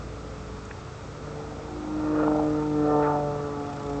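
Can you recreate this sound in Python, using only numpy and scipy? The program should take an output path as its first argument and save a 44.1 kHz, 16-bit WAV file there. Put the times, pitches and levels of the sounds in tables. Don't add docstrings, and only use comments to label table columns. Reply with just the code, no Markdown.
import sys
import numpy as np
from scipy import signal
from scipy.fft import rfft, irfft, next_fast_len
from scipy.io import wavfile
from scipy.ndimage import uniform_filter1d, map_coordinates

SR = 44100
rng = np.random.default_rng(int(sys.argv[2]) if len(sys.argv) > 2 else 0)


def unload_wav(signal):
    wavfile.write(
        sys.argv[1],
        SR,
        np.round(np.clip(np.atleast_2d(signal).T, -1, 1) * 32767).astype(np.int16),
    )


N = 176400

# (frequency [Hz], level [dB])
HUM_LINES = [(58, -52), (67.5, -57), (87, -52.5), (101.5, -53), (115.5, -51.5)]
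# (time [s], gain [dB])
DEEPEST_HUM_GAIN = [(0, 9.5), (.5, 9), (.92, 0.5), (1.3, 2.5), (2.4, 9), (3.33, 5), (3.55, -14),
                    (3.72, -18), (3.9, 11.5)]
# (frequency [Hz], level [dB])
AIR_SPECTRUM = [(20, -8.5), (40, -2.5), (100, 3), (170, -1), (300, -2), (500, -5), (800, -16), (1300, -4),
                (1600, -14.5), (2200, -20.5), (3000, -62)]
# (frequency [Hz], level [dB])
HISS_SPECTRUM = [(1060, -34), (1800, -5), (2500, -1.5), (3040, -6.5), (3490, -4), (4340, -6), (5400, -6),
                 (7220, -8.5), (8030, -12.5), (8750, -28), (11400, -58)]
# (time [s], level [dB])
BUZZ_LEVEL = [(0, -78), (2.2, -74), (2.35, -60), (2.6, -62), (3.1, -68), (3.55, -66), (3.7, -57),
              (3.9, -57), (4, -62)]
# (time [s], level [dB], centre [Hz], width [octaves], 1/e half-length [s])
TICK_BURSTS = [(0.655, -51, 6900, 0.16, 0.0032), (0.713, -35, 1530, 0.49, 0.0036)]
# (multiple of engine cycle, level [dB])
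EXHAUST_ORDERS = [(8, -9), (9, -14), (10, -15.5), (14, -13.5), (20, -15.5), (21, -19.5), (22, -20)]
# (time [s], level [dB])
EXHAUST_LINE_LEVEL = [(0, -40), (.9, -51), (1.6, -42.5), (2.1, -36.5), (3.1, -36.5), (3.5, -42.5), (4, -41)]
# (time [s], level [dB])
RASP_LOW_LEVEL = [(0, -47), (.9, -56), (1.3, -43.5), (1.48, -49), (1.6, -39.5), (1.72, -50.5),
                  (2.05, -47.5), (2.23, -34.5), (2.4, -37.5), (2.7, -50), (2.9, -35), (3.02, -37),
                  (3.15, -41), (3.55, -46.5), (4, -55)]
RASP_MID_LEVEL = [(0, -53), (1.25, -52.5), (1.42, -47), (1.55, -50.5), (2.05, -44), (2.28, -37),
                  (2.4, -39.5), (2.52, -44), (2.75, -48.5), (2.98, -38), (3.13, -35), (3.27, -47.5),
                  (4, -48)]
RASP_TREBLE_LEVEL = [(1.1, -68), (1.28, -52), (1.8, -60.5), (2.05, -45.5), (2.21, -35.5), (2.37, -49.5),
                     (2.5, -48), (2.6, -43.5), (2.73, -55), (2.87, -40), (2.97, -49), (3.05, -35.5),
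                     (3.13, -40), (3.22, -50), (4, -50.5)]
# (frequency [Hz], level [dB])
RASP_LOW_SPECTRUM = [(150, -28.5), (280, -3.5), (400, -4.5), (520, 4.5), (640, -1), (780, -13),
                     (1200, -50.5)]
RASP_MID_SPECTRUM = [(450, -37.5), (670, 0.5), (790, 1.5), (940, 0.5), (1080, -14), (1600, -52)]
RASP_TREBLE_SPECTRUM = [(800, -30), (1080, -5), (1220, 2), (1420, 1.5), (1580, -13), (1800, -9),
                        (2050, -24), (2500, -21), (3200, -32), (6000, -60)]
# (time [s], level [dB], centre [Hz], width [octaves], 1/e half-length [s])
RASP_FLARES = [(3.047, -43, 1600, 0.46, 0.026)]
# (time [s], level [dB])
EXHAUST_CRACKS = [(2.2025, -22), (2.242, -21.5), (2.281, -18.5), (2.3205, -21), (2.3605, -22),
                  (2.397, -20.5), (2.438, -26)]
# (frequency [Hz], level [dB])
PUFF_SPECTRUM = [(300, -26), (560, 10), (950, 9), (1350, -2.5), (2400, -44)]
# (time [s], rate [Hz])
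BLADE_RATE = [(0, 144.7), (.5, 143.8), (1, 146.3), (1.45, 148.6), (1.7, 150.5), (1.92, 153.2),
              (2.25, 151.8), (2.58, 151.2), (3, 148.1), (3.25, 146.1), (3.55, 144.1), (4, 142)]
# (time [s], level [dB])
HARMONIC_1 = [(0, -46), (.75, -51.5), (1.35, -42.5), (1.8, -50.5), (2.2, -39), (3, -34.5), (3.3, -34.5),
              (3.65, -44), (4, -38)]
HARMONIC_2 = [(0, -52.5), (0.499, -49), (.8, -56.5), (1.2, -52.5), (1.48, -45), (1.6, -50), (1.72, -40),
              (1.95, -30), (2.15, -25), (2.45, -25.5), (2.68, -29), (2.85, -25), (3.03, -29), (3.38, -42),
              (3.6, -35), (3.78, -43.5), (4, -32.5)]
HARMONIC_3 = [(0, -50), (.5, -47), (.75, -51), (1.1, -54), (1.25, -46), (1.42, -40.5), (1.52, -45.5),
              (1.7, -44), (1.82, -55), (1.97, -46.5), (2.17, -31), (2.72, -34), (2.85, -28), (3.05, -26.5),
              (3.18, -36.5), (3.3, -33), (3.65, -38), (3.76, -49), (3.83, -38.5), (3.9, -33), (4, -38)]
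HARMONIC_4 = [(0, -69), (1.299, -61), (1.56, -56), (1.85, -64), (2.05, -43.5), (2.4, -33), (2.65, -47),
              (2.779, -44), (2.88, -36), (3, -29.5), (3.12, -34.5), (3.26, -31.5), (3.42, -42.5),
              (3.65, -48.5), (4, -42.5)]
HARMONIC_5 = [(1.2, -63), (1.8, -49.5), (2.05, -59), (2.38, -37.5), (2.5, -49.5), (2.76, -46), (2.88, -32),
              (2.98, -29), (3.06, -36), (3.13, -30.5), (3.37, -42), (3.5, -49), (3.6, -41), (3.72, -39.5),
              (3.84, -52), (3.92, -38.5), (4, -45)]
HARMONIC_6 = [(1.4, -72.5), (2, -48.5), (2.35, -43), (2.5, -56.5), (2.63, -39.5), (2.8, -53.5), (2.95, -34),
              (3.1, -31.5), (3.22, -44), (3.3, -41), (3.46, -56), (3.58, -42.5), (3.75, -46.5), (4, -46.5)]
# (multiple of blade rate, level [dB])
HIGH_HARMONICS = [(7, -4.5), (8, 1.5), (9, -1), (10, -16.5), (12, -14)]
# (time [s], level [dB])
HIGH_HARMONIC_LEVEL = [(1.6, -64.5), (2.3, -49.5), (2.7, -54), (2.87, -41.5), (3.08, -38.5), (3.22, -49),
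                       (3.4, -48), (3.7, -55), (4, -49)]

AIR_DB, HISS_DB, BUZZ_HZ = -43, -54, 30
HUM_FADE_DB, HUM_DRIFT_RAD = 0.9, 0.13
BLADES_PER_CYCLE = 6
BLADE_CHOP, CYCLE_THROB = 0.41, 0.28
PATCHY_DB = 1.4
CRACK_WIDTH_S, PUFF_S, PUFF_DB = 0.00046, 0.0036, -11.5
HIGH_FADE_DB, HIGH_FADE_KNOTS_PER_S, FLUTTER_RAD = 2.5, 18, 0.05
TOP_HZ = 8700


def amp(db):
    return 10 ** (np.asarray(db) / 20)


def unit(x):
    return x / np.sqrt(np.mean(x ** 2) + 1e-20)


def curve(rows):
    return np.interp(np.arange(N) / SR, *np.transpose(rows))


def wobble(knots_per_s):
    position = np.arange(N) * knots_per_s / SR + 2
    return map_coordinates(rng.standard_normal(1024), [position], mode="wrap")


def filtered(x, response):
    size = next_fast_len(N + SR // 4)
    return irfft(rfft(x, size) * response(np.fft.rfftfreq(size, 1 / SR)), size)[:N]


def noise(spectrum, gate=1):
    f, db = np.transpose(spectrum)

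    def response(hz):
        return amp(np.interp(np.log(hz + 1), np.log(f + 1), db))

    return unit(filtered(gate * rng.standard_normal(N), response))


def line(phase, fade_db, drift_rad, knots_per_s):
    gain = np.sqrt(2) * amp(fade_db * wobble(knots_per_s))
    start = rng.uniform(0, 2 * np.pi)
    return gain * np.cos(phase + drift_rad * wobble(knots_per_s) + start)


def bursts(rows, gate=1):
    t, out = np.arange(N) / SR, np.zeros(N)
    for time_s, db, centre_hz, width_oct, length_s in rows:
        def response(hz):
            return np.exp(-.5 * (np.log2((hz + 1) / centre_hz) / width_oct) ** 2)

        band = unit(filtered(gate * rng.standard_normal(N), response))
        out += amp(db) * band * np.exp(-((t - time_s) / length_s) ** 2)
    return out


def patchy(x, depth_db):
    z = signal.stft(x, nperseg=1024)[2]
    field = uniform_filter1d(rng.standard_normal(z.shape), size=4, axis=0)
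    field = uniform_filter1d(field, size=12, axis=1)
    return unit(signal.istft(z * amp(depth_db * unit(field)), nperseg=1024)[1][:N])


def background():
    turn = 2 * np.pi * np.arange(N) / SR
    deepest, *others = [amp(db) * line(hz * turn, HUM_FADE_DB, HUM_DRIFT_RAD, knots_per_s=2.6)
                        for hz, db in HUM_LINES]
    hum = amp(curve(DEEPEST_HUM_GAIN)) * deepest + sum(others)
    air = amp(AIR_DB) * noise(AIR_SPECTRUM)
    hiss = amp(HISS_DB) * noise(HISS_SPECTRUM)
    buzz_gate = np.exp(2 * np.cos(BUZZ_HZ * turn))
    buzz = amp(curve(BUZZ_LEVEL)) * noise(HISS_SPECTRUM, buzz_gate)
    return hum + air + hiss + buzz


def ticks():
    return bursts(TICK_BURSTS)


def cracks():
    t, out = np.arange(N) / SR, np.zeros(N)
    puff = amp(PUFF_DB) * noise(PUFF_SPECTRUM)
    for time_s, db in EXHAUST_CRACKS:
        u = (t - time_s) / CRACK_WIDTH_S
        pulse = (2 * u ** 2 - 1) * np.exp(-u ** 2)
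        out += amp(db) * (pulse + puff * np.exp(-((t - time_s) / PUFF_S) ** 2))
    return out


def exhaust(phase):
    cycle = phase / BLADES_PER_CYCLE
    lines = sum(amp(db) * line(k * cycle, fade_db=3.0, drift_rad=0.33, knots_per_s=7)
                for k, db in EXHAUST_ORDERS)
    gate = np.exp(BLADE_CHOP * np.cos(phase) + CYCLE_THROB * np.cos(cycle))
    bands = [(RASP_LOW_LEVEL, RASP_LOW_SPECTRUM),
             (RASP_MID_LEVEL, RASP_MID_SPECTRUM),
             (RASP_TREBLE_LEVEL, RASP_TREBLE_SPECTRUM)]
    rasp = sum(amp(curve(level)) * patchy(noise(spectrum, gate), PATCHY_DB)
               for level, spectrum in bands)
    return amp(curve(EXHAUST_LINE_LEVEL)) * lines + rasp + bursts(RASP_FLARES, gate)


def propeller(phase):
    low_levels = [HARMONIC_1, HARMONIC_2, HARMONIC_3, HARMONIC_4]
    low = sum(amp(curve(level)) * line(k * phase, fade_db=0.82, drift_rad=0.055, knots_per_s=18)
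              for k, level in enumerate(low_levels, 1))
    shaken = phase + FLUTTER_RAD * wobble(45)
    middle = sum(amp(curve(level)) * line(k * shaken, fade_db=1.3, drift_rad=0.35, knots_per_s=22)
                 for k, level in enumerate([HARMONIC_5, HARMONIC_6], 5))
    high = sum(amp(db) * line(k * shaken, HIGH_FADE_DB, 0.55, HIGH_FADE_KNOTS_PER_S)
               for k, db in HIGH_HARMONICS)
    return low + middle + amp(curve(HIGH_HARMONIC_LEVEL)) * high


def scene():
    phase = 2 * np.pi * np.cumsum(curve(BLADE_RATE)) / SR
    return (background() + ticks() + cracks() + exhaust(phase) + propeller(phase))[None]


def record(dry):
    return filtered(dry[0], lambda hz: np.clip((TOP_HZ - hz) / 400 + .5, 0, 1))[None]


dry = scene()
out = record(dry)
unload_wav(out)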